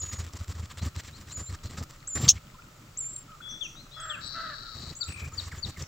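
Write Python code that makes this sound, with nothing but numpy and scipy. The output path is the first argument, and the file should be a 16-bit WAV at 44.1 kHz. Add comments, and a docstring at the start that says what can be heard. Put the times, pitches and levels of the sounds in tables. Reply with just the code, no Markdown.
"""Under the eaves, a sunbird flutters about its nest close to the microphone while a chick begs in thin peeps.
Wing beats are smooth puffs with swirling air and grainy feather noise; the peeps are nearly pure gliding tones.
The parent gives one harsh chak, a rising tone mixed with rasp, and a few falling chips with a wall echo.
On the left, small birds whistle, a fast pulse train buzzes and tiny upward slurs make a trill; lisps sound ahead.
Farther off a crow caws twice in a hoarse harmonic voice, amid low calls, faint ticks and quiet coloured-noise air."""
import sys
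import numpy as np
from scipy import signal
from scipy.fft import rfft, irfft, next_fast_len
from scipy.io import wavfile

SR = 44100
rng = np.random.default_rng(int(sys.argv[2]) if len(sys.argv) > 2 else 0)


def log_audio(samples):
    """Write samples as a 16-bit WAV file to the path given in sys.argv[1]."""
    # one column per channel
    frames = np.atleast_2d(samples).T
    # limit to full scale, then quantise
    limited = np.clip(frames, -1, 1)
    pcm = np.round(limited * 32767).astype(np.int16)
    wavfile.write(sys.argv[1], SR, pcm)


N = 258867
T = np.arange(N) / SR   # time of every sample, in seconds

# Flurries of wing beats. Each row: start in seconds, length in seconds, thump level in dB,
# level of the swirling air in dB, feather swish in dB (before the swish is lifted as a whole).
FLURRIES = [(0.013, 0.091, -34, -47, -50), (0.11, 0.059, -32, -40.5, -45), (0.181, 0.11, -33, -46.5, -48),
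            (.325, 0.049, -32, -37, -49), (0.386, 0.059, -28.5, -47, -47.5), (0.473, .052, -25, -37, -46.5),
            (0.547, .11, -32, -46, -51.5), (0.694, 0.031, -39, -54, -49.5), (0.768, 0.031, -36, -50, -47),
            (0.813, 0.078, -26, -36.5, -45.5), (0.948, 0.059, -28, -43, -47.5), (1.03, 0.2, -44, -55, -53),
            (1.267, 0.061, -42, -58, -49), (1.368, 0.061, -32.5, -41, -47.5),
            (1.489, .064, -32, -48.5, -48.5), (1.632, .045, -30, -39.5, -44),
            (1.692, 0.07, -39, -42.5, -49), (1.767, 0.071, -32, -35, -44.5), (1.89, 0.073, -67, -73, -51),
            (2.15, .146, -30, -30, -38), (2.32, 0.061, -32.5, -46, -53), (4.198, 0.069, -51, -47, -61),
            (4.744, 0.19, -43, -43.5, -51), (5.066, 0.059, -29, -37.5, -48),
            (5.151, 0.066, -44, -55, -50.5), (5.213, 0.076, -31, -42, -48.5),
            (5.318, .18, -34.5, -53, -51.5), (5.513, .1, -34.5, -44, -51.5),
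            (5.645, 0.06, -34.5, -41.5, -48.5), (5.769, 0.071, -32.5, -39.5, -48.5)]
# The parent's high falling chips. Each row: start in seconds, level in dB (before flutter and wall echo).
CHIPS = [(4.999, -27), (5.368, -29.5), (5.618, -29.5)]


def from_db(db):
    """Turn decibels into a gain."""
    return 10 ** (np.asarray(db) / 20)


def rms_one(x):
    """Scale a sound to unit power."""
    return x / np.sqrt(np.mean(x ** 2) + 1e-20)


def colour(x, spectrum):
    """Filter a sound by an outline of (Hz, dB) points that falls steeply past its ends."""
    hz, db = np.transpose(spectrum)
    size = next_fast_len(N, real=True)
    f = np.maximum(np.arange(size // 2 + 1) * SR / size, 1)
    outline = from_db(np.interp(np.log(f), np.log(hz), db))
    skirts = 1 / (1 + (hz[0] / f) ** 8) / (1 + (f / hz[-1]) ** 16)
    return irfft(rfft(x, size) * outline * np.sqrt(skirts), size)[:N]


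def noise(spectrum):
    """Make coloured noise of unit power."""
    return rms_one(colour(rng.standard_normal(N), spectrum))


def drift(rate):
    """Wander at random between `rate` new values a second, joined by straight lines, with unit power."""
    knots = rng.standard_normal(N // 4)
    return rms_one(np.interp(T * rate, np.arange(len(knots)), knots))


def during(s, length):
    """Pick the samples of an event, and the share of it gone by at each."""
    on = (T > s) & (T < s + length)
    return on, (T[on] - s) / length


def fades(part, length, edge_s):
    """Open and close the gain over a short edge."""
    return np.minimum(1, np.minimum(part, 1 - part) * length / edge_s)


def contour(rows, edge_s=0.0014):
    """Draw the pitch and gain of one call through its points, with short fades at its ends."""
    s, hz, db = np.transpose(rows)
    gate = np.clip(np.minimum(T - s[0], s[-1] - T) / edge_s + .5, 0, 1)
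    return np.interp(T, s, hz), gate * from_db(np.interp(T, s, db))


def tone(hz):
    """Make a sine of unit power that follows a pitch."""
    return np.sqrt(2) * np.sin(2 * np.pi * np.cumsum(hz) / SR)


def notes(rows, waver):
    """Whistle short sliding notes that swell and fade, on a slightly unsteady pitch."""
    out, pitch = np.zeros(N), 1 + waver * drift(400)
    for s, length, first_hz, last_hz, db in rows:
        on, part = during(s, length)
        hz = (first_hz + (last_hz - first_hz) * part) * pitch[on]
        out[on] += from_db(db) * np.sqrt(np.sin(np.pi * part)) * tone(hz)
    return out


def pan(x, left_db):
    """Put a source on the left: it reaches the right microphone ten samples later, and weaker."""
    gains = from_db([[left_db / 2], [-left_db / 2]])
    return np.array([x, np.roll(x, 10)]) * gains / np.sqrt(np.mean(gains ** 2))


def echoes(x, t60):
    """Add up diffuse reflections from walls and trees, different at each side, dying 60 dB in t60 seconds."""
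    t = np.arange(SR) / SR
    tail = rng.standard_normal((2, SR)) * from_db(-60 * t / t60) * (t > .006)
    tail /= np.sqrt(np.sum(tail ** 2, axis=1, keepdims=True))
    return signal.fftconvolve(x[None], tail, axes=1)[:, :N]


def air(air_db=-53, hiss_db=-70.5, murmur_db=-59.5, stir_db=-59.0, lump_db=9.5):
    """Layer noises: quiet outdoor air, lumpy draughts, a wide far-off wash and the microphone's hiss."""
    # Tone colour of the quiet air. Each row: frequency in Hz, level in dB.
    air_colour = [(13, -35), (22, 6), (59, -7), (140, 0), (211, -23.5), (302, -21.5), (539, -20.5),
                  (585, -14), (750, -39), (1300, -12.5), (1760, -30.5), (6620, -27), (7390, -21.5),
                  (8490, -34), (16000, -43)]
    # Microphone hiss at the very top. Each row: frequency in Hz, level in dB.
    hiss_colour = [(13000, -29), (14500, -6.5), (15300, 1.5), (16000, -7.5)]
    wash = [(30, -2.0), (300, -4), (900, 2), (1300, -4), (2000, -1.5), (6000, -9), (9000, -31.5), (15000, -22.5)]
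    wide = from_db(murmur_db) * np.array([noise(wash), noise(wash)])
    lumps = from_db(lump_db * np.tanh(drift(26)))
    draught = from_db(stir_db) * rms_one(noise([(100, -10.0), (350, -17.5)]) * lumps)
    return from_db(air_db) * noise(air_colour) + draught + wide + from_db(hiss_db) * noise(hiss_colour)


def ticks(level_db=-65.):
    """Scatter faint ticks, each ringing briefly at a pitch of its own."""
    ticks_per_s, low_hz, high_hz, cycles, spread_db = 25, 1100, 4500, 10, 14
    out = np.zeros(N)
    for when, pitch, size in rng.random((round(ticks_per_s * N / SR), 3)):
        hz = low_hz * (high_hz / low_hz) ** pitch
        on, part = during(when * N / SR, cycles / hz)
        out[on] += from_db(spread_db * size) * (1 - part) ** 2 * np.sin(2 * np.pi * cycles * part)
    return from_db(level_db) * rms_one(out)


def peeps(waver=.005, onset_rough=.018, rough_s=.025, flutter_db=3.5, edge_s=0.00179):
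    """Make nearly pure tones that flick up, dip and settle as they fade; pitch is roughest at the start."""
    # The chick's peeps. Each row: start in seconds, length in seconds, opening in seconds, dip pitch in Hz,
    # held pitch in Hz, level in dB (before fade and flutter), fade in dB, closing push in dB.
    peep_rows = [(0, 0.23, .01, 6880, 6800, -38, 12.5, -2), (1.319, .178, .046, 6850, 7380, -37, 10, 0.5),
                 (2.072, 0.21, 0.059, 7000, 7430, -34, 8.5, -2.5),
                 (2.972, 0.26, 0.0605, 7130, 7470, -32, 17, -4.5),
                 (4, .285, 0.064, 7380, 7600, -42.5, 23.5, 22),
                 (4.951, 0.22, 0.1, 7150, 8320, -42.5, 16.5, 5)]
    # The opening flick up and back. Each row: share of the opening, pitch as a ratio, level in dB.
    opening_rows = [(0, .85, -7), (.09, 1.02, -5), (.26, 1.12, -6), (.52, 1.04, -3), (1, 1, 0)]
    # The other side of the voice organ sweeps upward at the end of some peeps.
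    # Each row: start in seconds, level in dB (before fade and flutter).
    upsweep_rows = [(3.089, -45.5), (4.09, -56), (5.06, -51)]
    settle_s = .055
    push_s, push_hz_per_db = 0.018, 24   # a closing push shifts pitch along with loudness
    upsweep_s, upsweep_from_hz, upsweep_to_hz, upsweep_fade_db = 0.11, 7700, 9500, 16.5
    shares, ratios, levels_db = np.transpose(opening_rows)
    out, wobble = np.zeros(N), drift(600)
    for s, length, opening_s, dip_hz, held_hz, db, fade_db, push_db in peep_rows:
        on, part = during(s, length)
        t = part * length
        push = push_db * np.exp((t - length) / push_s)
        hz = held_hz + (dip_hz - held_hz) * np.exp(-np.maximum(t - opening_s, 0) / settle_s)
        hz = hz * np.interp(t / opening_s, shares, ratios) + push_hz_per_db * push
        loudness_db = db + np.interp(t / opening_s, shares, levels_db) - fade_db * part + push
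        gain = from_db(loudness_db) * fades(part, length, edge_s)
        unsteady = waver + onset_rough * np.exp(-(t / rough_s) ** 2)
        out[on] += gain * tone(hz * (1 + unsteady * wobble[on]))
    for s, db in upsweep_rows:
        on, part = during(s, upsweep_s)
        hz = upsweep_from_hz + (upsweep_to_hz - upsweep_from_hz) * part ** 1.5
        gain = from_db(db - upsweep_fade_db * part) * fades(part, upsweep_s, edge_s)
        out[on] += gain * tone(hz * (1 + waver * wobble[on]))
    return out * from_db(flutter_db * drift(110))


def wings(uneven_db=2.2, swell_db=1.5):
    """Push a smooth puff of air at the microphone on each beat, with a swirl on top; flurries gain force."""
    wingbeat_hz, thump_hz, thump_width_s = 25, 83.3, 0.01
    thump, push = np.zeros((2, N))
    for start, length, puff_db, swirl_db, _ in FLURRIES:
        beats = max(1, round(length * wingbeat_hz))
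        for part in (np.arange(beats) + .5) / beats:
            middle = start + part * length
            on, _ = during(middle - .05, .1)
            t = T[on] - middle
            force_db = swell_db * (part - 1.0) + uneven_db * rng.standard_normal()
            puff = from_db(force_db) * np.exp(-.5 * (t / thump_width_s) ** 2)
            thump[on] += from_db(puff_db) * puff * np.cos(2 * np.pi * thump_hz * t)
            push[on] += from_db(swirl_db) * puff
    swirl = noise([(30, -3.5), (90, 1.5), (135, 9.5), (190, 1), (320, -7), (600, -14), (1300, -22.5)])
    return thump + push * swirl


def feathers(level_db=1.0, grain_db=-0.5, surge_db=3.5, release_s=0.0079, sag_db=2.0, crackle_db=-8.5):
    """Swish in grainy noise that starts sharply and sags; each half octave surges on its own."""
    # Tone colour of the swish. Each row: frequency in Hz, level in dB.
    swish_colour = [(150, -18.5), (250, -7.5), (761, -18.5), (1240, -4.5), (1380, -12.5), (1850, -8.5),
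                    (2490, -14), (6040, -11.5), (6590, -16), (7310, -6), (9010, -27.5), (13400, -34),
                    (14900, -18), (16000, -26.5)]
    attack_s, patchy_db, snaps_per_s = .006, 3.8, 90
    push = np.zeros(N)
    for s, length, _, _, db in FLURRIES:
        on, _ = during(s, length + release_s)
        t = T[on] - s
        edges = np.minimum(1, np.minimum(t / attack_s, (length + release_s - t) / release_s))
        push[on] += from_db(db - sag_db * t / length) * edges
    swish, below, patchy = noise(swish_colour), 0, 0
    for hz in 350 * 2 ** np.arange(0, 5.6, .5):
        low = signal.sosfiltfilt(signal.butter(4, hz, fs=SR, output="sos"), swish)
        band = low - below
        patchy = patchy + band * from_db(patchy_db * drift(80))
        below = low
    grainy = rms_one(patchy * from_db(grain_db * drift(500) + surge_db * drift(60)))
    # single dry fibres flick back
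    snaps = (rng.random(N) < snaps_per_s / SR) * rng.standard_normal(N)
    crackle = from_db(crackle_db) * rms_one(colour(snaps, swish_colour))
    return from_db(level_db) * push * (grainy + crackle)


def series(count=6):
    """Repeat one faint rising whistle at an even pace."""
    # The whistle: length in seconds, first pitch in Hz, last pitch in Hz, level in dB.
    whistle = (.05, 3800, 4550, -53)
    start_s, period_s = .79, .168
    return notes([(start_s + k * period_s, *whistle) for k in range(count)], waver=.01)


def chak(rough=0.084, rasp_db=1.5):
    """Blow a hard rising note whose second harmonic dominates, broken up by rasp."""
    # Course of the harsh call. Each row: time in seconds, pitch of the first harmonic in Hz,
    # level in dB (shared by voice and rasp before the rasp's own lift).
    chak_rows = [(2.28, 1805, -26.5), (2.285, 2258, -24), (2.292, 2719, -8.5), (2.295, 2934, -17.5),
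                 (2.301, 3080, -15.5), (2.308, 3260, -21), (2.316, 3270, -28.5), (2.335, 3240, -57.5)]
    # Tone colour of the rasp. Each row: frequency in Hz, level in dB.
    rasp_colour = [(1060, -92.5), (1800, -50), (3230, -12.5), (4220, -17.5), (4860, -26), (5360, -5),
                   (6400, -2), (7990, -22), (8350, -31.5), (9050, -27.5), (10800, -43.5), (13600, -41),
                   (15000, -24)]
    hz, gain = contour(chak_rows)
    hz = hz * (1 + rough * drift(900))
    voice = tone(2 * hz) + from_db(-22) * tone(hz) + from_db(-35) * tone(3 * hz)
    return gain * (voice + from_db(rasp_db) * noise(rasp_colour))


def far_calls():
    """Give low, hoarse calls from far away: short sliding tones on a shaky pitch."""
    # Each row: start in seconds, length in seconds, first pitch in Hz, last pitch in Hz, level in dB.
    call_rows = [(2.54, 0.023, 1095, 972, -54), (2.585, 0.02, 1266, 1420, -50),
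                 (3.277, 0.096, 1320, 1210, -51), (3.403, 0.013, 1305, 1494, -45),
                 (4.62, 0.14, 1405, 1258, -49.5), (5.0, 0.087, 1417, 1290, -51),
                 (5.315, .035, 1248, 1307, -49), (5.514, 0.021, 2350, 1256, -43.5),
                 (5.762, 0.02, 2260, 1720, -48)]
    return notes(call_rows, waver=0.032)


def whistles():
    """Whistle the short sliding notes of small birds, and one quick upward flick from the parent."""
    # Each row: start in seconds, length in seconds, first pitch in Hz, last pitch in Hz, level in dB.
    whistle_rows = [(3.415, 0.18, 3400, 3430, -41.5), (3.756, 0.068, 3650, 4350, -49.5),
                    (3.911, .048, 3600, 4360, -49.5), (3.93, 0.14, 3390, 3330, -46),
                    (3.93, 0.14, 5030, 5120, -58.5), (5.821, 0.0072, 4900, 6800, -37)]
    return notes(whistle_rows, waver=0.011)


def lisps():
    """Slide high notes downward on a very unsteady pitch, so that they lisp."""
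    # Each row: start in seconds, length in seconds, first pitch in Hz, last pitch in Hz, level in dB.
    lisp_rows = [(3.487, 0.05, 6200, 5610, -44.5), (3.625, .048, 6600, 5520, -44)]
    return notes(lisp_rows, waver=0.036)


def chips(waver=0.0052, flutter_db=-0.2, slur_skew=0.64):
    """Whistle falling notes; the wall's echo nearly cancels each chip for a moment, splitting it in two."""
    # The parent's lower, longer slurs. Each row: start in seconds, length in seconds,
    # first pitch in Hz, last pitch in Hz, level in dB (before flutter and wall echo).
    slur_rows = [(3.608, .066, 3630, 2384, -34), (4.096, 0.066, 3560, 2360, -34.5)]
    chip_s, from_hz, to_hz = .039, 4720, 3350
    bend, skew, swell = 2.3, 1.5, 1.8   # the fall steepens, and the loudness peaks late in it
    wall_echo_s, wall_echo_db = .00084, -1.5   # the wall beside the nest returns the calls
    out, pitch = np.zeros(N), 1 + waver * drift(800)
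    for s, db in CHIPS:
        on, part = during(s, chip_s)
        hz = from_hz + (to_hz - from_hz) * part ** bend
        out[on] += from_db(db) * np.sin(np.pi * part ** skew) ** swell * tone(hz * pitch[on])
    for s, length, first_hz, last_hz, db in slur_rows:
        on, part = during(s, length)
        hz = first_hz + (last_hz - first_hz) * part
        out[on] += from_db(db) * np.sin(np.pi * part ** slur_skew) * tone(hz * pitch[on])
    out = out * from_db(flutter_db * drift(110))
    return out + from_db(wall_echo_db) * np.interp(T - wall_echo_s, T, out)


def crow(edge_s=0.048, flutter_db=1.85):
    """Caw in a hoarse, jittering harmonic voice with rasp on an arched pitch, shaped by the throat."""
    # The caws. Each row: start in seconds, length in seconds, top pitch in Hz,
    # level in dB (of voice and of rasp before its own cut; flutter comes on top).
    caw_rows = [(3.962, .245, 642.4, -44), (4.331, .225, 664, -41.5)]
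    # Tone colour of the throat. Each row: frequency in Hz, level in dB.
    throat = [(400, -21), (620, -9.5), (850, -23), (1100, -9.5), (1320, 6), (1650, 3), (1950, -9.5),
              (2400, -22), (4000, -9)]
    crest, droop = 0.31, 0.39   # pitch crests at this share of a caw and droops to either side
    rough, rasp_db = .03, -4
    out, jitter, rasp = np.zeros(N), 1 + rough * drift(350), from_db(rasp_db) * noise(throat)
    for s, length, top_hz, db in caw_rows:
        on, part = during(s, length)
        arch = 1 - droop * (np.clip((T - s) / length, 0, 1) - crest) ** 2
        hz = top_hz * arch * jitter
        voice = colour(sum(tone(k * hz) for k in range(1, 5)), throat)
        gain = from_db(db) * np.sqrt(fades(part, length, edge_s))
        out[on] += gain * (rms_one(voice[on]) + rasp[on])
    return out * from_db(flutter_db * drift(70))


def buzz(first_hz=129, last_hz=112, jitter=0.0088, rough=0.82, trough=0.66, uneven_db=-1.5, rasp_db=-2.0):
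    """Run a fast train of short notes on the throat's resonances, slowing as it goes."""
    # Loudness of the buzz. Each row: time in seconds, level in dB.
    level_rows = [(4.205, -45), (4.25, -38), (4.3, -39), (4.36, -43), (4.6, -45.5), (4.921, -45)]
    # Throat tones of the buzz. Each row: frequency in Hz, relative level in dB.
    throat_tones = [(3950, 0), (4400, -2), (4900, -10.5), (5500, -17)]
    s, db = np.transpose(level_rows)
    rate = np.interp(T, [s[0], s[-1]], [first_hz, last_hz])
    part = np.cumsum(rate * (1 + jitter * drift(100))) / SR % 1   # share of the current pulse gone by
    # every pulse starts its tones afresh, so the spectrum is a comb at the pulse rate
    voice = from_db(rasp_db) * rng.standard_normal(N)
    for hz, tone_db in throat_tones:
        voice += from_db(tone_db) * np.sin(2 * np.pi * hz * part / rate + rough * drift(400))
    voice = voice * (trough + np.sin(np.pi * part) ** 2) * from_db(uneven_db * drift(130))
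    voice = signal.sosfilt(signal.butter(3, [3650, 6000], "band", fs=SR, output="sos"), voice)
    gate = np.clip(np.minimum(T - s[0], s[-1] - T) / 0.01, 0, 1)
    return from_db(np.interp(T, s, db)) * gate * rms_one(voice)


def graces():
    """Slide tiny notes into and out of every chip."""
    # Each row: time after the chip's start in seconds, length in seconds, first pitch in Hz,
    # last pitch in Hz, level in dB relative to the chip's.
    grace_rows = [(-.036, 0.018, 6970, 6750, -14.5), (0.038, 0.0056, 4560, 6140, -14.5)]
    rows = [(s + after_s, length, first_hz, last_hz, db + above_db)
            for s, db in CHIPS for after_s, length, first_hz, last_hz, above_db in grace_rows]
    return notes(rows, waver=0.0095)


def trill(rate_hz=51, sweep=0.22):
    """Run through tiny upward slurs, each swelling and fading."""
    # Course of the trill. Each row: time in seconds, middle pitch of a slur in Hz, level in dB.
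    trill_rows = [(5.078, 2720, -44), (5.125, 2506, -44.5), (5.2, 2414, -41.5), (5.27, 2417, -43.5)]
    hz, gain = contour(trill_rows)
    part = (T - trill_rows[0][0]) * rate_hz % 1   # share of the current slur gone by
    return gain * np.sin(np.pi * part) * tone(hz * (1 + sweep * (part - .5)))


def scene():
    """Keep the nest close and dry; give other birds more echo the farther they are."""
    close = peeps() + wings() + feathers() + chak()
    near = chips() + buzz() + trill()
    around = series() + whistles() + graces()
    ahead = lisps()
    far = far_calls() + crow()
    left = pan(near, left_db=14.5) + from_db(-10) * echoes(near, t60=0.35)
    left = left + pan(around, left_db=11.0) + from_db(-6.5) * echoes(around, t60=0.65)
    centre = ahead + from_db(-2.5) * echoes(ahead, t60=0.68)[0]   # the same echo at both sides
    distance = far + from_db(-4.5) * echoes(far, t60=1.0)
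    return close + left + centre + distance + pan(ticks(), left_db=9) + air()


def record(dry):
    """Round off the loudest peaks and cut the top above 15800 Hz."""
    return signal.sosfilt(signal.ellip(10, .1, 90, 15800, fs=SR, output="sos"), np.tanh(dry))


dry = scene()
out = record(dry)
log_audio(out)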